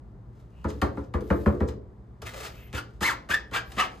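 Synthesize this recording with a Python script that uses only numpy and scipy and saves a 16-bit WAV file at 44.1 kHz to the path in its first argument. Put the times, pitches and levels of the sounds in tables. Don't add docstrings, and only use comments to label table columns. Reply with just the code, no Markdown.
import sys
import numpy as np
from scipy import signal
from scipy.fft import rfft, irfft
from scipy.io import wavfile

SR = 44100
rng = np.random.default_rng(int(sys.argv[2]) if len(sys.argv) > 2 else 0)


def wrap_up_sound(samples):
    columns = np.atleast_2d(samples).T
    tamed = np.clip(columns, -1, 1)
    steps = np.round(tamed * 32767).astype(np.int16)
    wavfile.write(sys.argv[1], SR, steps)


N = 176400
T = np.arange(N) / SR


def amp(db):
    return 10 ** (np.asarray(db) / 20)


def unit(x):
    return x / np.sqrt(np.mean(x ** 2) + 1e-20)


def read(points, hz):
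    f, value = np.transpose(points)
    return np.interp(np.log(hz + 1), np.log(f + 1), value)


def add(mix, start_s, sound):
    part = mix[:, max(round(start_s * SR), 0):][:, :sound.shape[1]]
    part += sound[:, :part.shape[1]]


def equalise(x, curve):
    return irfft(rfft(x) * amp(read(curve, np.fft.rfftfreq(len(x), 1 / SR))), len(x))


def colour(x, spectrum):
    return unit(equalise(x, spectrum))


def wander(n, cutoff_hz):
    hz = np.fft.rfftfreq(n, 1 / SR)
    return unit(irfft(rfft(rng.standard_normal(n)) / (1 + (hz / cutoff_hz) ** 4), n))


def spread(x):
    # (frequency [Hz], side gain [dB])
    side_gain = [(60, -21), (250, -14.5), (600, -1), (1200, 3), (2000, -18), (3500, -1), (7000, -4.5),
                 (13000, -14.5)]
    return equalise(x, side_gain)


def background(rumble_db=-46.5, side_db=-4, waver_rad=0.22):
    # (frequency [Hz], relative level [dB])
    rumble_spectrum = [(12, -60), (20, -42), (44, -0.5), (66, 4.5), (85, -14.5), (119, 4.5), (137, -9),
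                       (202, -8.5), (260, -17), (406, -16), (441, -22), (1020, -29.5), (2100, -42.5),
                       (2480, -49.5), (15600, -67)]
    # (frequency [Hz], level [dB])
    hum_tones = [(59.2, -55.5), (114, -66)]
    mid, side = (colour(rng.standard_normal(N), rumble_spectrum) for _ in range(2))
    hum = sum(amp(db) * unit(np.sin(2 * np.pi * hz * T + waver_rad * wander(N, 4.6)))
              for hz, db in hum_tones)
    return hum + amp(rumble_db) * (mid + amp(side_db) * spread(side) * np.array([[1], [-1]]))


def grains(n, rate_hz=9000, size_db=2.2):
    slips = rng.standard_normal(n) * (rng.random(n) < rate_hz / SR)
    return slips * amp(size_db * np.minimum(rng.exponential(1, n), 4))


def smear(flutter_db=2.0):
    # (time [s], level [dB])
    smear_envelope = [(.28, -91), (.4, -69.5), (.5, -81), (.7, -62), (.9, -74), (1.04, -64.5), (1.11, -88),
                      (1.2, -74), (1.3, -62.5), (1.5, -62), (1.6, -68.5), (1.7, -69), (1.76, -104),
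                      (2.22, -82.5), (2.245, -59), (2.268, -38), (2.31, -51), (2.42, -43), (2.452, -39),
                      (2.5, -57), (2.68, -70), (2.92, -73.5), (3.62, -76), (3.73, -53), (3.87, -61),
                      (4, -64)]
    # (frequency [Hz], relative level [dB])
    ink_spectrum = [(100, -11.5), (450, 4), (900, 1.5), (1700, 3.5), (3000, -2), (5000, -5.5), (7500, -8.5),
                    (10000, -12.5), (13000, -16), (16000, -13.5)]
    level_db = np.interp(T, *np.transpose(smear_envelope)) + flutter_db * wander(N, 60)
    return amp(level_db) * colour(grains(N), ink_spectrum)


def workshop(x, tail_db=-8.5, early_db=-5, early_s=0.011):
    # (frequency [Hz], relative level [dB])
    echo_spectrum = [(50, -2.5), (130, -8), (300, 3), (500, 2), (800, 0.5), (1300, 0.5), (2000, -0.5),
                     (15000, 0)]
    # (frequency [Hz], t60 [s])
    room_decay = [(60, 0.91), (200, 0.57), (420, 0.66), (1000, 0.3), (1750, 0.31), (2800, 0.27),
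                  (5000, 0.3), (9000, 0.16), (15000, 0.17)]
    t = np.arange(SR // 2) / SR
    mid, side = rng.standard_normal((2, len(t)))
    echoes = np.array([colour(mid + sign * spread(side), echo_spectrum) for sign in (1, -1)])
    hz, frame_s, bands = signal.stft(echoes, SR, nperseg=256)
    bands *= 1000 ** (-frame_s / read(room_decay, hz)[:, None])
    tail = signal.istft(bands, SR, nperseg=256)[1][:, :len(t)] * np.minimum(t / 0.015, 1)
    tail *= amp(tail_db) / np.linalg.norm(tail[0])
    early = echoes[:, ::-1] * np.exp(-t / early_s) * (t > .001)
    early *= amp(early_db) / np.linalg.norm(early[0])
    return signal.fftconvolve(x[None], (t == 0) + early + tail, axes=1)


def squeak(length_s, start_hz, end_hz, level_db, jitter):
    progress = np.arange(0, length_s, 1 / SR) / length_s
    glide_hz = start_hz + (end_hz - start_hz) * progress
    strands = np.zeros(len(progress))
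    for detune in np.linspace(-.06, .06, 4):
        gain = rng.uniform(0.79, 1)
        hz = glide_hz * (1 + detune + jitter * wander(len(progress), 660))
        strands += gain * np.sin(2 * np.pi * np.cumsum(hz) / SR)
    return amp(level_db) * unit(np.sin(np.pi * progress) * strands)


def tick(t, rise_s=.0004, decay_s=0.0028, tail_s=0.027):
    # (frequency [Hz], relative level [dB])
    tick_spectrum = [(300, -9), (1500, 8.5), (3000, 8), (7000, -1.5), (12000, -6), (16000, -12)]
    envelope = (np.exp(-t / decay_s) + 0.19 * np.exp(-t / tail_s)) * (1 - np.exp(-t / rise_s))
    return envelope * colour(grains(len(t)), tick_spectrum)


def knock(t, rise_s=0.0014, snap_s=0.0027, t60_s=0.17):
    # (frequency [Hz], relative level [dB])
    knock_spectrum = [(100, -40), (250, -0.5), (450, 2), (750, -4), (1150, 1.5), (1500, -5.5),
                      (2100, -11.5), (2800, -26), (5000, -35.5), (15000, -50)]
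    envelope = (1000 ** (-t / t60_s) + 1.98 * np.exp(-t / snap_s)) * (1 - np.exp(-t / rise_s))
    return envelope * colour(rng.standard_normal(len(t)), knock_spectrum)


def mesh_ring(t, boom_db, ring_db, boom_top_hz=140, spot_db=1.5, detune=0.018):
    # (frequency [Hz], relative level [dB], t60 [s])
    mesh_modes = [(65.2, 10.5, 0.12), (79.2, 12.5, 0.12), (115.5, -7.5, 0.91), (152.6, -12, 0.35),
                  (207.7, 2.5, 0.1), (289.5, -7, 0.23), (351.2, -5.5, 0.17), (403.7, -7.5, 0.19),
                  (439.3, -13, 0.44), (482.5, -8, 0.13), (509, -9, 0.19), (558, -12.5, 0.14),
                  (675.4, -15, 0.11)]
    mesh = np.zeros(len(t))
    for k, (hz, db, t60_s) in enumerate(mesh_modes):
        spot, tension = rng.standard_normal(2)
        drive_db = boom_db if hz < boom_top_hz else ring_db + spot_db * spot
        mode = np.sin(2 * np.pi * hz * (1 + detune * tension) * t)
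        mesh += (-1) ** k * amp(drive_db + db) * 1000 ** (-t / t60_s) * mode
    return mesh


def tap(boom_db, ring_db, knock_db, tick_db, travel_s=.0003, drag_s=0.01096, drag_hz=399):
    t = np.arange(SR // 2) / SR
    mesh = mesh_ring(t, boom_db, ring_db) + amp(knock_db + 1) * knock(t)
    hz = np.fft.rfftfreq(SR, 1 / SR)
    delay_s = travel_s + drag_s / (1 + hz / drag_hz)
    mesh = irfft(rfft(mesh, SR) * np.exp(-2j * np.pi * np.cumsum(delay_s)))[:len(t)]
    return mesh + amp(tick_db + 7.5) * tick(t)


def threads(hz, jitter=0.0452, shimmer=0.12, wander_hz=530, db_per_octave=-14.5):
    phase = 2 * np.pi * np.cumsum(hz * (1 + jitter * wander(len(hz), wander_hz))) / SR
    tone = sum(amp(db_per_octave * np.log2(k)) * np.sin(k * phase) for k in range(1, 5))
    return unit(tone * (1 + shimmer * wander(len(hz), wander_hz)))


def wipe(cross_ratio, cross_db, hiss_db, path):
    # (frequency [Hz], relative level [dB])
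    rasp_spectrum = [(60, -35), (250, -13.5), (600, -5), (1150, 2.5), (2000, 1.5), (3000, -3), (4000, -12),
                     (7000, -19.5), (15000, -53)]
    hiss_spectrum = [(1000, -13), (3000, 0), (5000, -2.5), (7500, -3), (10000, -9), (13000, -8.5),
                     (16000, -16)]
    time_s, level_db, crossing_hz, tone_share = np.transpose(path)
    t = np.arange(time_s[0], time_s[-1], 1 / SR)
    hz = np.interp(t, time_s, crossing_hz)
    share = np.clip(np.interp(t, time_s, tone_share), 0, .95)
    tone = amp(-0.5) * unit(threads(hz) + amp(cross_db) * threads(hz * cross_ratio))
    rasp = amp(-2.5) * colour(grains(len(t)), rasp_spectrum)
    hiss = amp(hiss_db - 13) * colour(grains(len(t)), hiss_spectrum)
    stroke = np.sqrt(share) * tone + np.sqrt(1 - share) * (rasp + hiss)
    return time_s[0], amp(np.interp(t, time_s, level_db)) * stroke


def scene():
    # (start [s], length [s], start pitch [Hz], end pitch [Hz], level [dB], pitch jitter [ratio])
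    blade_squeaks = [(0.499, 0.22, 2650, 2830, -73.5, 0.06), (.55, 0.44, 12500, 11900, -86, 0),
                     (1.182, 0.4, 13000, 12800, -69.5, 0.13), (0.68, 0.035, 5500, 4470, -55, 0.34),
                     (1.672, 0.031, 6000, 4960, -56.5, .25), (2.252, 0.045, 2360, 1790, -48, 0.15),
                     (2.27, 0.19, 12700, 14700, -68, 0.06), (2.334, 0.05, 580, 515, -50, .02),
                     (2.42, 0.063, 2100, 2935, -51, 0.2), (2.483, .25, 2422, 2502, -62.5, 0.19),
                     (2.459, 0.24, 13500, 12460, -70.5, .01), (2.602, 0.092, 15300, 11700, -66, 0.03),
                     (3.644, 0.098, 11800, 15100, -70, .005)]
    # (time [s], boom [dB], ring [dB], knock [dB], tick [dB])
    blade_taps = [(.642, -30, -25.5, -34, -57), (0.703, -40, -40, -50.5, -52),
                  (.816, -25.5, -25.5, -25, -37), (.969, -36, -31.5, -41.5, -63),
                  (1.138, -27.5, -25, -32, -51), (1.207, -44, -33.5, -59, -55), (1.3, -25.5, -18, -26, -69),
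                  (1.458, -25.5, -16, -27, -72), (1.603, -26.5, -22.5, -34, -57),
                  (1.685, -47, -60, -45, -49), (2.219, -47, -56, -43, -45), (2.729, -34.5, -36, -47.5, -50),
                  (3.007, -35, -30, -37, -45.5), (3.289, -45, -39, -42, -53),
                  (3.512, -46.5, -42.5, -46, -56), (3.719, -70, -52, -54.5, -48),
                  (3.766, -46, -36, -42.5, -56)]
    # (time [s], level [dB], thread crossing rate [Hz], tone share [0-1])
    blade_wipes = [ (2.1, -16, 3, [(2.727, -56, 1290, 0), (2.75, -34, 1585, 0.04), (2.772, -37, 1569, 0),
                   (2.785, -30.5, 1420, .4), (2.8, -43.5, 1430, 0.36), (2.815, -48, 1090, 0.9)]),
                   (.5, -14.5, 6.5, [(3.008, -42, 1088, .1), (3.032, -23, 1764, .35),
                   (3.046, -26, 1987, 0.77), (3.056, -21, 2051, 0.97), (3.072, -25.5, 2255, 0.53),
                   (3.085, -24, 1995, 0.98), (3.096, -25, 1595, 0.85), (3.11, -30.5, 1110, 0.73),
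                   (3.14, -43.5, 904, 0.77)]), (1.5, -17, 2.5, [(3.29, -42.5, 961, 0),
                   (3.306, -26.5, 1302, 0.5), (3.316, -24, 1635, .7), (3.334, -28.5, 1672, 0.8),
                   (3.344, -19.5, 1770, 0.78), (3.359, -32, 1736, 0.9), (3.378, -61, 1850, 0.5)]),
                   (1.52, -8.5, -1.5, [(3.512, -65, 899.4, 0.2), (3.538, -29, 1091, 0.06),
                   (3.551, -26.5, 1268, 0.4), (3.564, -24, 1498, 0.38), (3.582, -28.5, 1600, .7),
                   (3.606, -45, 1654, 1)]), (.44, 1.5, -3.5, [(3.764, -49, 1304, 0),
                   (3.786, -26.5, 2405, 0), (3.802, -21, 2703, 0.2), (3.815, -24.5, 2965, 0.5),
                   (3.828, -29.5, 2615, 0.93), (3.845, -33, 2126, 0.02), (3.87, -41, 1212, 0.7)])]
    mix = background()
    add(mix, 0, workshop(smear()))
    for start_s, *settings in blade_squeaks:
        add(mix, start_s, workshop(squeak(*settings)))
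    for start_s, *levels_db in blade_taps:
        add(mix, start_s, workshop(tap(*levels_db), tail_db=-10))
    for settings in blade_wipes:
        start_s, stroke = wipe(*settings)
        add(mix, start_s, workshop(stroke))
    return mix


def record(dry):
    # (frequency [Hz], left lead [rad])
    port_phase = [(20, -1), (400, 0.47), (1180, 0.4), (1350, 1), (1500, -2), (1700, 0.2), (2000, 1.3),
                  (3200, 0.78), (4800, -0.14), (5800, -2), (6600, 0.2), (7300, 0.7), (8700, -0.66),
                  (9500, -12), (10300, -26), (11200, -4), (12000, -7.5), (13400, -3.5), (15200, -9)]
    # (frequency [Hz], left minus right [dB])
    port_balance = [(60, 0), (400, 2), (1000, 0.4), (2400, 1.8), (6000, 3), (10000, -1.5)]
    hz = np.fft.rfftfreq(N + SR, 1 / SR)
    half = np.array([[.5], [-.5]])
    ports = amp(half * read(port_balance, hz)) * np.exp(1j * half * read(port_phase, hz))
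    heard = irfft(rfft(dry, N + SR) * ports, N + SR)[:, :N]
    band_limit = signal.firwin(511, cutoff=15700, window=("kaiser", 9), fs=SR)
    return signal.oaconvolve(heard, band_limit[None], "same")


dry = scene()
out = record(dry)
wrap_up_sound(out)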